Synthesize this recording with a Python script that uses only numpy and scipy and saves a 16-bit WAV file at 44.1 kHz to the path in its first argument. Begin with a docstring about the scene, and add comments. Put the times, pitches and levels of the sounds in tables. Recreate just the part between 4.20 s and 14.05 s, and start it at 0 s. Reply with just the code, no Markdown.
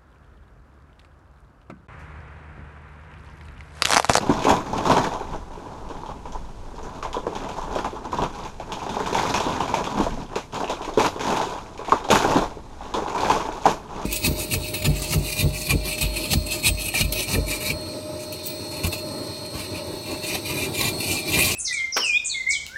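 """Hands pull crumpled kraft paper aside in a cardboard box, close to the microphone.
From the start a low rumble wavers under a faint hush, and swarms of small buckles and creases rustle
with each tug. Soon sharp creases snap as clicks with a spray of noise, and flat panels buckle with
dull decaying pops. Later a few lone crinkles tick as short rings of sagging pitch.
The box rings along with the buckling, and the room answers the paper with fading noise."""
import sys
import numpy as np
from scipy import signal
from scipy.fft import rfft, irfft, next_fast_len
from scipy.io import wavfile
from scipy.ndimage import uniform_filter1d, map_coordinates

SR = 44100
rng = np.random.default_rng(int(sys.argv[2]) if len(sys.argv) > 2 else 0)


def wrap_up_sound(samples):
    """Save the sound to the file named by the first command line argument, as 16-bit audio."""
    columns = np.atleast_2d(samples).T
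    # keep every value between -1 and 1, then stretch to whole-number steps
    tamed = np.clip(columns, -1, 1)
    steps = np.round(tamed * 32767).astype(np.int16)
    wavfile.write(sys.argv[1], SR, steps)


N = 434385  # length in samples

# Large panels buckling. Each row: time in seconds, relative level in dB, pitch in Hz.
PANEL_POPS = [(0.093, -2, 262.9), (0.25, -4.5, 434), (0.267, -1, 848.2), (0.302, 4.5, 843.3),
              (0.323, -6.5, 873.1), (0.53, -8, 773.6), (0.653, -3.5, 1035), (0.697, -2.5, 626.9),
              (0.764, -4.5, 928.6), (0.913, -11.5, 902.9), (1.007, -18, 840.4), (1.354, -25, 924.3),
              (1.373, -26, 408.1), (1.698, -21, 445.8), (1.833, -16.5, 947.7), (1.859, -22.5, 888.6),
              (1.888, -18, 916.8), (1.938, -27, 945.6), (2.054, -19.5, 886.6), (2.147, -16, 881.9),
              (2.154, -17.5, 906), (2.285, -30, 936), (2.54, -24, 463.4), (2.58, -22.5, 941),
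              (2.628, -22, 420.9), (2.826, -12.5, 1169), (2.849, -14.5, 944.5), (2.943, -12, 958.3),
              (2.966, -10, 467), (3.033, -24, 494), (3.066, -5.5, 482.9), (3.15, -17.5, 866.9),
              (3.289, -18, 982), (3.417, -15.5, 972.3), (3.434, -19.5, 978.8), (3.559, -8, 586.2),
              (3.645, -6.5, 1039), (3.729, -19.5, 372.6), (3.929, -8.5, 999.7), (3.984, -6.5, 958.4),
              (4.252, -19.5, 902.8), (4.399, -15.5, 703.1), (4.568, -19.5, 951.8), (4.616, -16.5, 996.3),
              (4.663, -16, 758.9), (4.766, -6, 846.6), (4.79, -12.5, 888.7), (4.926, -9.5, 436.9),
              (4.95, -2, 865.6), (4.964, -7, 983.7), (4.995, -4.5, 852.1), (5.031, -7, 915.6),
              (5.051, -6, 1001), (5.142, -5, 962.3), (5.203, -7.5, 858), (5.264, -12, 288.6),
              (5.403, -8, 849.5), (5.478, -17, 775.3), (5.492, -14, 885.2), (5.538, -2.5, 858.9),
              (5.568, -12, 636.1), (5.67, -12.5, 1143), (5.798, -7.5, 295.1), (5.864, -10.5, 561.2),
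              (5.973, -19.5, 673.6), (6.16, -10, 419.3), (6.399, -18, 692.3), (6.43, -10.5, 717.8),
              (6.496, -13.5, 479.6), (6.607, -13.5, 755.6), (6.648, -17.5, 940.5), (6.676, -20, 422),
              (6.725, -22, 410), (6.773, -0.5, 423.9), (6.798, -7.5, 1082), (6.96, -16, 405.5),
              (7.087, -11.5, 874.6), (7.17, -9, 818.7), (7.199, -7, 855.8), (7.591, -21.5, 482.7),
              (7.68, -12, 830.6), (7.72, 6.5, 1057), (7.886, -10, 754.8), (7.901, -1.5, 504.2),
              (7.997, -14, 1082), (8.046, -5.5, 817.5), (8.157, -3, 276.2), (8.22, -8, 878.9),
              (8.369, -23, 418.9), (8.606, -17.5, 825.2), (8.739, -7.5, 896.9), (8.768, -10.5, 451.4),
              (8.82, -12.5, 433.1), (8.86, -9, 839.9), (8.878, -12.5, 913), (8.947, -8, 934.4),
              (9.031, -3.5, 844.5), (9.098, -1, 980.1), (9.286, -8, 856.9), (9.454, 4, 808.8)]
# Sharp creases snapping. 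Each row: time in seconds, relative level in dB, ring of the fold in Hz.
CREASE_SNAPS = [(0.066, -35.5, 3000), (0.095, -25.5, 2070), (0.193, -22, 3470), (0.221, -18.5, 2622),
                (0.243, -12.5, 2424), (0.53, -28.5, 5696), (0.654, -19, 3423), (0.698, -14.5, 2470),
                (0.811, -23.5, 2002), (1.69, -33.5, 3130), (1.861, -34, 3360), (2.056, -37, 2501),
                (2.122, -32, 6004), (2.63, -33.5, 6013), (2.827, -24, 2283), (2.93, -22, 3278),
                (3.067, -29.5, 2404), (3.152, -24.5, 3278), (3.289, -27.5, 2386), (3.553, -22, 3299),
                (3.645, -23.5, 2492), (4.029, -28.5, 3612), (4.25, -26.5, 2405), (4.399, -29, 2381),
                (4.521, -18.5, 3261), (4.693, -22, 3618), (4.928, -20, 2430), (4.947, -13.5, 2166),
                (5.141, -10, 2413), (5.202, -16, 3019), (5.404, -19, 2972), (5.478, -23, 2402),
                (5.543, -13.5, 2357), (5.642, -18, 2199), (5.802, -25, 3072), (6.157, -15.5, 2363),
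                (6.325, -30.5, 2999), (6.344, -21, 2333), (6.497, -17, 3363), (6.619, -24.5, 3184),
                (6.648, -21.5, 2169), (6.738, -27, 4019), (6.775, -22, 3334), (6.797, -13, 2258),
                (6.996, -22.5, 2190), (7.009, -17.5, 3194), (7.215, -18.5, 3589), (7.577, -28, 2266),
                (7.648, -27, 2409), (7.696, -20.5, 2374), (7.72, -18.5, 2113), (7.842, -27, 3630),
                (7.888, -21, 3788), (7.904, -7, 2667), (8.74, -19, 3460), (8.948, -27, 2400),
                (8.98, -21.5, 2403), (9.099, -12.5, 2408), (9.454, -22, 1879)]
# Tone of buckling panels. Each row: frequency in Hz, relative level in dB.
BUCKLE_TONE = [(150, -29), (300, -5), (650, -4.5), (900, 0.5), (1150, -11.5), (1500, -13), (1900, -25.5),
               (4000, -50.5), (9000, -120)]
# Tone of creasing folds. Each row: frequency in Hz, relative level in dB.
CREASE_TONE = [(1000, -3), (1550, -1.5), (1900, -10), (2450, -4), (2900, -7.5), (3500, -4.5), (4500, -9),
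               (6700, -6), (8000, -16.5), (12000, -25), (13500, -32), (15000, -50.5), (16400, -69.5)]


def amp(db):
    """Gain of a level in dB."""
    return 10 ** (np.asarray(db) / 20)


def unit(x):
    """x at rms 1."""
    return x / np.sqrt(np.mean(x ** 2) + 1e-20)


def along(points, hz):
    """Rows of frequency and value, read at hz on a log frequency axis."""
    f, value = np.transpose(points)
    return np.interp(np.log(hz + 1), np.log(f + 1), value)


def wobble(rate):
    """A smooth random curve with rate knots a second."""
    knots = rng.standard_normal(int(N * rate / SR) + 4)
    return map_coordinates(knots, [np.arange(N) * rate / SR])


def filtered(x, response):
    """x times a complex response of frequency."""
    size = next_fast_len(N + SR // 2)
    return irfft(rfft(x, size) * response(np.fft.rfftfreq(size, 1 / SR)), size)[..., :N]


def coloured(x, spectrum):
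    """x through a minimum-phase filter of the given tone, so that no hit is heard early."""
    size = 4096
    level_db = along(spectrum, np.fft.rfftfreq(size, 1 / SR))
    cepstrum = irfft(np.log(amp(level_db) + 1e-7))
    # fold the cepstrum onto positive time
    cepstrum[1:size // 2] *= 2
    cepstrum[size // 2 + 1:] = 0
    pulse = irfft(np.exp(rfft(cepstrum)))
    return signal.oaconvolve(x, pulse / np.linalg.norm(pulse))[:N]


def background():
    """A low rumble, noise with a random waver and a drawn level, over the faint hush of the room."""
    # Each row: time in seconds, rumble level in dB.
    rumble_levels = [(0.0, -44), (1.18, -36.5), (1.45, -45), (1.7, -35.5), (2.38, -34.5), (3.29, -40.5),
                     (3.43, -36.5), (3.79, -42), (4.06, -32), (4.17, -41.5), (5.73, -49), (5.84, -33.5),
                     (6.2, -46), (7.9, -44), (8.23, -32), (8.47, -40.5), (9.85, -45)]
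    # Tone of the rumble. Each row: frequency in Hz, relative level in dB.
    rumble_tone = [(10, 1), (22, 15), (33, 3.5), (50, 4.5), (80, -2), (130, -33), (400, -43), (2000, -86)]
    # Tone of the hush. Each row: frequency in Hz, relative level in dB.
    hush_tone = [(100, 9.5), (900, -5.5), (1800, -17), (6700, -21), (12000, -33.5), (14000, -62),
                 (15000, -120)]
    waver = amp(1.82 * wobble(6.8))
    rumble = unit(waver * coloured(rng.standard_normal(N), rumble_tone))
    level_db = np.interp(np.arange(N) / SR, *np.transpose(rumble_levels))
    hush = coloured(rng.standard_normal(N), hush_tone)
    return amp(level_db) * rumble + amp(-44.5) * hush


def hands():
    """Gains of buckling, creasing and flap: every tug rises, holds and falls, and their powers add."""
    # Tugs at the paper. Each row: time of full strength in seconds, rise in seconds per 20 dB,
    # hold in seconds, fall in seconds per 20 dB (rise and fall of the buckling, signs ignored),
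    # buckling level in dB, creasing relative to it in dB, flap relative to it in dB.
    tugs = [(0.0, .05, 0.00254, 0.4105, -32, -7.5, 0), (0.127, -0.5, 0.01654, 0.73, -29.5, -8.5, -1.5),
            (0.281, 0.0037, 0.013855, 0.1088, -12.5, -12, -3), (0.54, 0.15, 0.0649, 0.5, -32, -8, 0.5),
            (0.712, 0.1614, 0.0106, 0.3086, -18, -10, -5.5),
            (1.15, 0.1037, 0.01231, 0.037, -32.5, -11.5, 1.5),
            (1.338, 0.1279, 0.1641, 0.814, -40.5, -15.5, -6.5),
            (1.668, -0.0333, 0.24907, 0.22, -41.5, -13, -3.5),
            (2.044, -0.0027, 0.0585, 0.86, -45, -10.5, -1.5),
            (2.607, 0.2947, 0.1583, 0.5254, -40, -12.5, -6),
            (2.83, 0.0052, 0.01243, 0.0568, -31, -10.5, -13.5),
            (2.943, 0.1659, 0.02185, 1.8018, -42.5, -12.5, -5.5),
            (3.131, 0.015, 0.1023, .5, -33.5, -12.5, -8.5), (3.385, 0.528, 0.02042, 0.5, -35, -10.5, -8.5),
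            (3.548, -0.081, 0.01266, 0.2889, -26.5, -14, -7.5),
            (4.017, 0.2224, 0.0087, 0.1029, -24.5, -12, -2),
            (4.186, 0.1428, 0.05048, 0.1262, -35.5, -7.5, -7.5),
            (4.499, -0.0649, 0.2442, 0.6162, -35, -13.5, -11.5),
            (4.98, .5, 0.07445, 0.7164, -26.5, -5, -5.5), (5.283, .5, 0.3082, 0.4362, -29.5, -10, -6.5),
            (5.812, -0.1333, 0.00599, 0.0943, -22.5, -9.5, -0.5), (5.994, 3, 0.00904, 0.182, -41, -5.5, 4),
            (6.167, 0.0661, 0.002964, 0.05, -26, -13, -17.5),
            (6.333, -0.0174, 0.08527, 0.1621, -31, -8.5, -8),
            (6.502, 0.0913, 0.01385, 0.0951, -31, -9, -18.5),
            (6.614, 0.2677, 0.123, 0.6886, -35, -13.5, -14.5),
            (6.784, 0.0133, 0.08367, 0.0293, -22, -6, -12), (7.1, 0.1794, 0.01963, 0.3499, -22.5, -6.5, -9),
            (7.677, 0.1352, 0.0499, 0.4944, -31.5, -11, -17),
            (7.906, 0.0075, 0.06233, 0.1543, -19, -3.5, -7),
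            (8.076, 0.2447, 0.10947, 0.1433, -20.5, -11, -8.5),
            (8.667, 0.2473, 0.01274, 0.5036, -40.5, -6.5, -6.5),
            (8.742, 0.0144, 0.02543, 0.1067, -24, -16, -13),
            (9.096, 0.3674, 0.00884, 0.2931, -21.5, -8, -11.5),
            (9.465, -0.0138, 0.004456, 0.1085, -22.5, -8.5, -7.5),
            (9.504, 0.1646, 0.01834, 0.0132, -28, -1, -5), (9.769, 0.2036, 0.0842, 0.5, -34, -11, -5.5)]
    # Hands resting on the paper: levels of buckling, creasing and flap in dB.
    idle_db = [-60.5, -68, -66.5]
    crease_swing, flap_swing = 1.1069, 1.2721  # rise and fall in dB, relative to the buckling
    t = np.arange(0, N + 64, 64) / SR
    power = amp(idle_db)[:, None] ** 2
    for s, rise, hold, fall, db, crease_db, flap_db in tugs:
        before = (s - t).clip(0) / abs(rise)
        after = (t - s - abs(hold)).clip(0) / abs(fall)
        under_db = -20 * (before + after)
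        buckle_level = db + under_db
        crease_level = db + crease_db + crease_swing * under_db
        flap_level = db + flap_db + flap_swing * under_db
        power = power + amp([buckle_level, crease_level, flap_level]) ** 2
    return [np.interp(np.arange(N) / SR, t, gain) for gain in np.sqrt(power)]


def slips(per_s, spread_db, t60, steady):
    """Gain of a sheet that sticks and lets go: sudden jumps at random moments, each dying away."""
    jumps = (rng.random(N) < per_s / SR) * amp(spread_db * rng.standard_normal(N))
    t = np.arange(SR // 4) / SR
    decay = amp(-60 * t / t60) * (1 - np.exp(-t * 700))
    gain = steady + signal.oaconvolve(jumps, decay)[:N]
    return gain / uniform_filter1d(gain, size=SR // 10)  # leaves the slow level to the hands


def swarm(per_s, spread_db, smooth):
    """Random clicks of very uneven size over a share of smooth rubbing noise; rms 1."""
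    hits = rng.random(N) < per_s / SR
    sizes = amp(spread_db * rng.exponential(size=N).clip(0, 3))
    clicks = hits * sizes * np.sign(rng.standard_normal(N))
    return unit(unit(clicks) + smooth * rng.standard_normal(N))


def crinkle_swarm(count, hz, octaves, cycles, spread_db):
    """Tiny creases, each a damped ring of a few cycles at its own pitch and size; rms 1."""
    when, pitch, size = rng.random(count), rng.standard_normal(count), rng.exponential(size=count)
    f = np.clip(hz * 2 ** (octaves * pitch), 800, 14000)[:, None]
    k = np.arange(192)  # samples of each ring
    sizes = amp(spread_db * size.clip(0, 4))[:, None]
    rings = sizes * np.sin(2 * np.pi * f * k / SR) * np.exp(-f * k / SR / cycles)
    places = (when * N).astype(int)[:, None] + k
    return unit(np.bincount(places.ravel(), rings.ravel(), minlength=N)[:N])


def box(x):
    """The cardboard walls add their resonant modes to whatever moves inside."""
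    # Modes of the walls. Each row: frequency in Hz, width in Hz, level in dB.
    box_modes = [(185.04, 170.1, -7), (229.56, 23.04, 2), (260.46, 16.6, -8), (433.75, 61.31, 7),
                 (650.91, 15.785, -1.5), (868.31, 63.6, 5.5), (993.13, 25.06, 6), (1091.3, 60.5, 8)]

    def ringing(f):
        """Sum of the modes, with alternating sign."""
        total = 0
        for k, (centre, width, db) in enumerate(box_modes):
            damping = 1j * f * width
            total = total + (-1) ** k * amp(db) * damping / (centre * centre - f * f + damping)
        return total

    return 0.701 * x + filtered(x, ringing)


def settling(t60):
    """Power of the small buckles that each large pop sets off and that die away after it."""
    after_db, after_grows = -20, 0.7713  # level after a 0 dB pop; dB more for each dB of pop
    power, t = np.zeros(N + SR), np.arange(SR // 2) / SR
    fade = (amp(-60 * t / t60) * (1 - np.exp(-t / 0.000401))) ** 2
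    for s, db, _ in PANEL_POPS:
        power[round((s + .002) * SR):][:len(t)] += amp(after_db + after_grows * db) ** 2 * fade
    return power[:N]


def bracing(events, depth, lead_s):
    """Gain of a sheet that stiffens and falls quiet just before it gives way."""
    gain, t = np.ones(N + SR), np.arange(SR // 10) / SR
    dip = (1 - depth * np.exp(-t / lead_s))[::-1]
    for s, *_ in events:
        start = round(s * SR)
        gain[start:start + len(t)] *= dip
    return gain[len(t):][:N]  # shifted so that each dip ends at its event


def rustle():
    """Countless small buckles and creases follow the hands and share their slips with the flapping sheet."""
    # Tone of the flapping sheet. Each row: frequency in Hz, relative level in dB.
    flap_tone = [(40, -31.5), (80, -2), (200, 2.5), (270, 3.5), (400, -31.5), (1500, -79)]
    bright_db, bright_grows = -4.5, 0.6753  # treble in the hardest creasing; dB more per dB of creasing
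    buckling, creasing, flapping = hands()
    slip = slips(70, spread_db=2.5, t60=.045, steady=.55)

    buckles = swarm(500, spread_db=2.6, smooth=.2) * slip ** .7
    buckles = box(coloured(buckles, BUCKLE_TONE))

    rubbing = swarm(1600, spread_db=4.5, smooth=.35)
    crinkles = crinkle_swarm(count=4500, hz=3912.3, octaves=0.7618, cycles=2.501, spread_db=2.5)
    creases = coloured((rubbing + .6 * crinkles) * slip ** .8, CREASE_TONE)
    treble = np.diff(creases, 2, prepend=[0, 0])
    hardness = creasing / creasing.max()
    creases = creases + amp(bright_db) * hardness ** bright_grows * treble  # harder is brighter

    flaps = swarm(250, spread_db=2.5, smooth=.6) * slip ** .6
    flaps = box(coloured(flaps, flap_tone))

    buckle_gain = np.sqrt(buckling ** 2 + settling(t60=.11))
    panels = bracing(PANEL_POPS, depth=.7, lead_s=.012)
    folds = bracing(CREASE_SNAPS, depth=.6, lead_s=.015)
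    sheet = buckle_gain * unit(buckles) + flapping * unit(flaps)
    return panels * sheet + folds * creasing * unit(creases)


def snaps():
    """A crease gives way: a hard click that rings at the size of the fold, then a spray of fibres tearing."""
    out, t = np.zeros(N + SR), np.arange(SR // 5) / SR
    spray = amp(-60 * t / 0.21) + 0.5114 * amp(-60 * t / 0.00888)
    for s, db, fold_hz in CREASE_SNAPS:
        plain, fold, edge = rng.standard_normal(size=(3, len(t)))
        fold = signal.lfilter(*signal.iirpeak(fold_hz, 4, SR), fold)
        edge = np.diff(np.diff(edge, prepend=0), prepend=0)  # highest treble
        fibres = spray * (0.5084 * plain + 1.3294 * fold + amp(-20.5) * edge)
        ring = amp(-7 - 60 * t / .003) * np.cos(2 * np.pi * fold_hz * t)
        click = ring + amp(-5 - 60 * t / .0004)
        out[round(s * SR):][:len(t)] += amp(db) * (click + amp(-12) * fibres)
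    return coloured(out[:N], CREASE_TONE)


def pops():
    """A panel flips over: a few cycles at its own pitch with a second, lower mode, and a knock on the box."""
    out, knocks, t = np.zeros(N + SR), np.zeros(N + SR), np.arange(SR // 5) / SR
    chance = rng.random((len(PANEL_POPS), 2))
    for (s, db, hz), (detune, side) in zip(PANEL_POPS, chance):
        start = round((s + 0.0012168) * SR)  # the panel bends briefly before it flips
        sign = np.sign(side - .5)
        t60 = 0.006228 + 8 / hz  # low panels ring longer
        decay = amp(-60 * t / t60) + 0.04744 * amp(-60 * t / 0.0712)
        shape = decay * (1 - np.exp(-t / 0.00068655)) ** 3
        first = np.sin(2 * np.pi * hz * t)
        second = 0.2803 * np.sin(2 * np.pi * hz * (0.4469 + 0.41693 * detune) * t)
        out[start:][:len(t)] += sign * amp(db + 0.5) * shape * (first + second)
        knocks[start] = sign * amp(db + 2.0)
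    return out[:N] + box(coloured(knocks[:N], BUCKLE_TONE))


def lone_ticks():
    """A single small crinkle: a short ring whose pitch sags, with a puff of fibre noise."""
    # Each row: time in seconds, relative level in dB, starting pitch in Hz.
    lone_crinkles = [(2.966, -30, 3520), (4.605, -29, 2608), (4.982, -18.5, 3525), (5.162, -15, 5713),
                     (5.667, -21.5, 3477), (6.063, -36.5, 3328), (6.36, -24, 3304), (6.444, -20, 2903),
                     (6.478, -21.5, 2788), (6.569, -31, 2612)]
    out, t = np.zeros(N + SR), np.arange(SR // 20) / SR
    for s, db, hz in lone_crinkles:
        ring = amp(-60 * t / .009) * np.sin(2 * np.pi * hz * t * (1 - 12 * t))
        puff = .12 * amp(-60 * t / .05) * rng.standard_normal(len(t))
        out[round(s * SR):][:len(t)] += amp(db - 5) * (ring + puff)
    return coloured(out[:N], CREASE_TONE)


def room(x):
    """Diffuse answer: the energy in each band lingers as noise and dies at that band's own speed."""
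    # Each row: frequency in Hz, time to fall by 60 dB in seconds.
    decay_times = [(150, 0.1514), (1000, 0.09294), (3000, 0.18745), (8000, 0.2281), (14000, 0.4076)]
    hz, t, bands = signal.stft(x, SR, nperseg=256)
    keep = amp(-120 * t[1] / along(decay_times, hz))  # share of the power left after one frame
    power = np.abs(bands) ** 2
    energy = np.array([signal.lfilter([0, 0, 1 - k], [1, -k], p) for k, p in zip(keep, power)])
    noise = signal.stft(rng.standard_normal(N), SR, nperseg=256)[2]
    noise = noise / np.sqrt(np.mean(np.abs(noise) ** 2))
    return signal.istft(np.sqrt(np.abs(energy)) * noise, SR, nperseg=256)[1][:N]


def scene():
    """Paper, room and background at the single microphone."""
    paper = rustle() + pops() + snaps() + lone_ticks()
    return (paper + amp(-4.5) * room(paper) + background())[None]


def record(dry):
    """The input rounds off the highest peaks; nothing is kept above the band limit."""
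    top_hz = 16400
    soft = dry / (1 + np.abs(dry) ** 8) ** (1 / 8)
    return filtered(soft, lambda hz: hz < top_hz)


dry = scene()
out = record(dry)
wrap_up_sound(out)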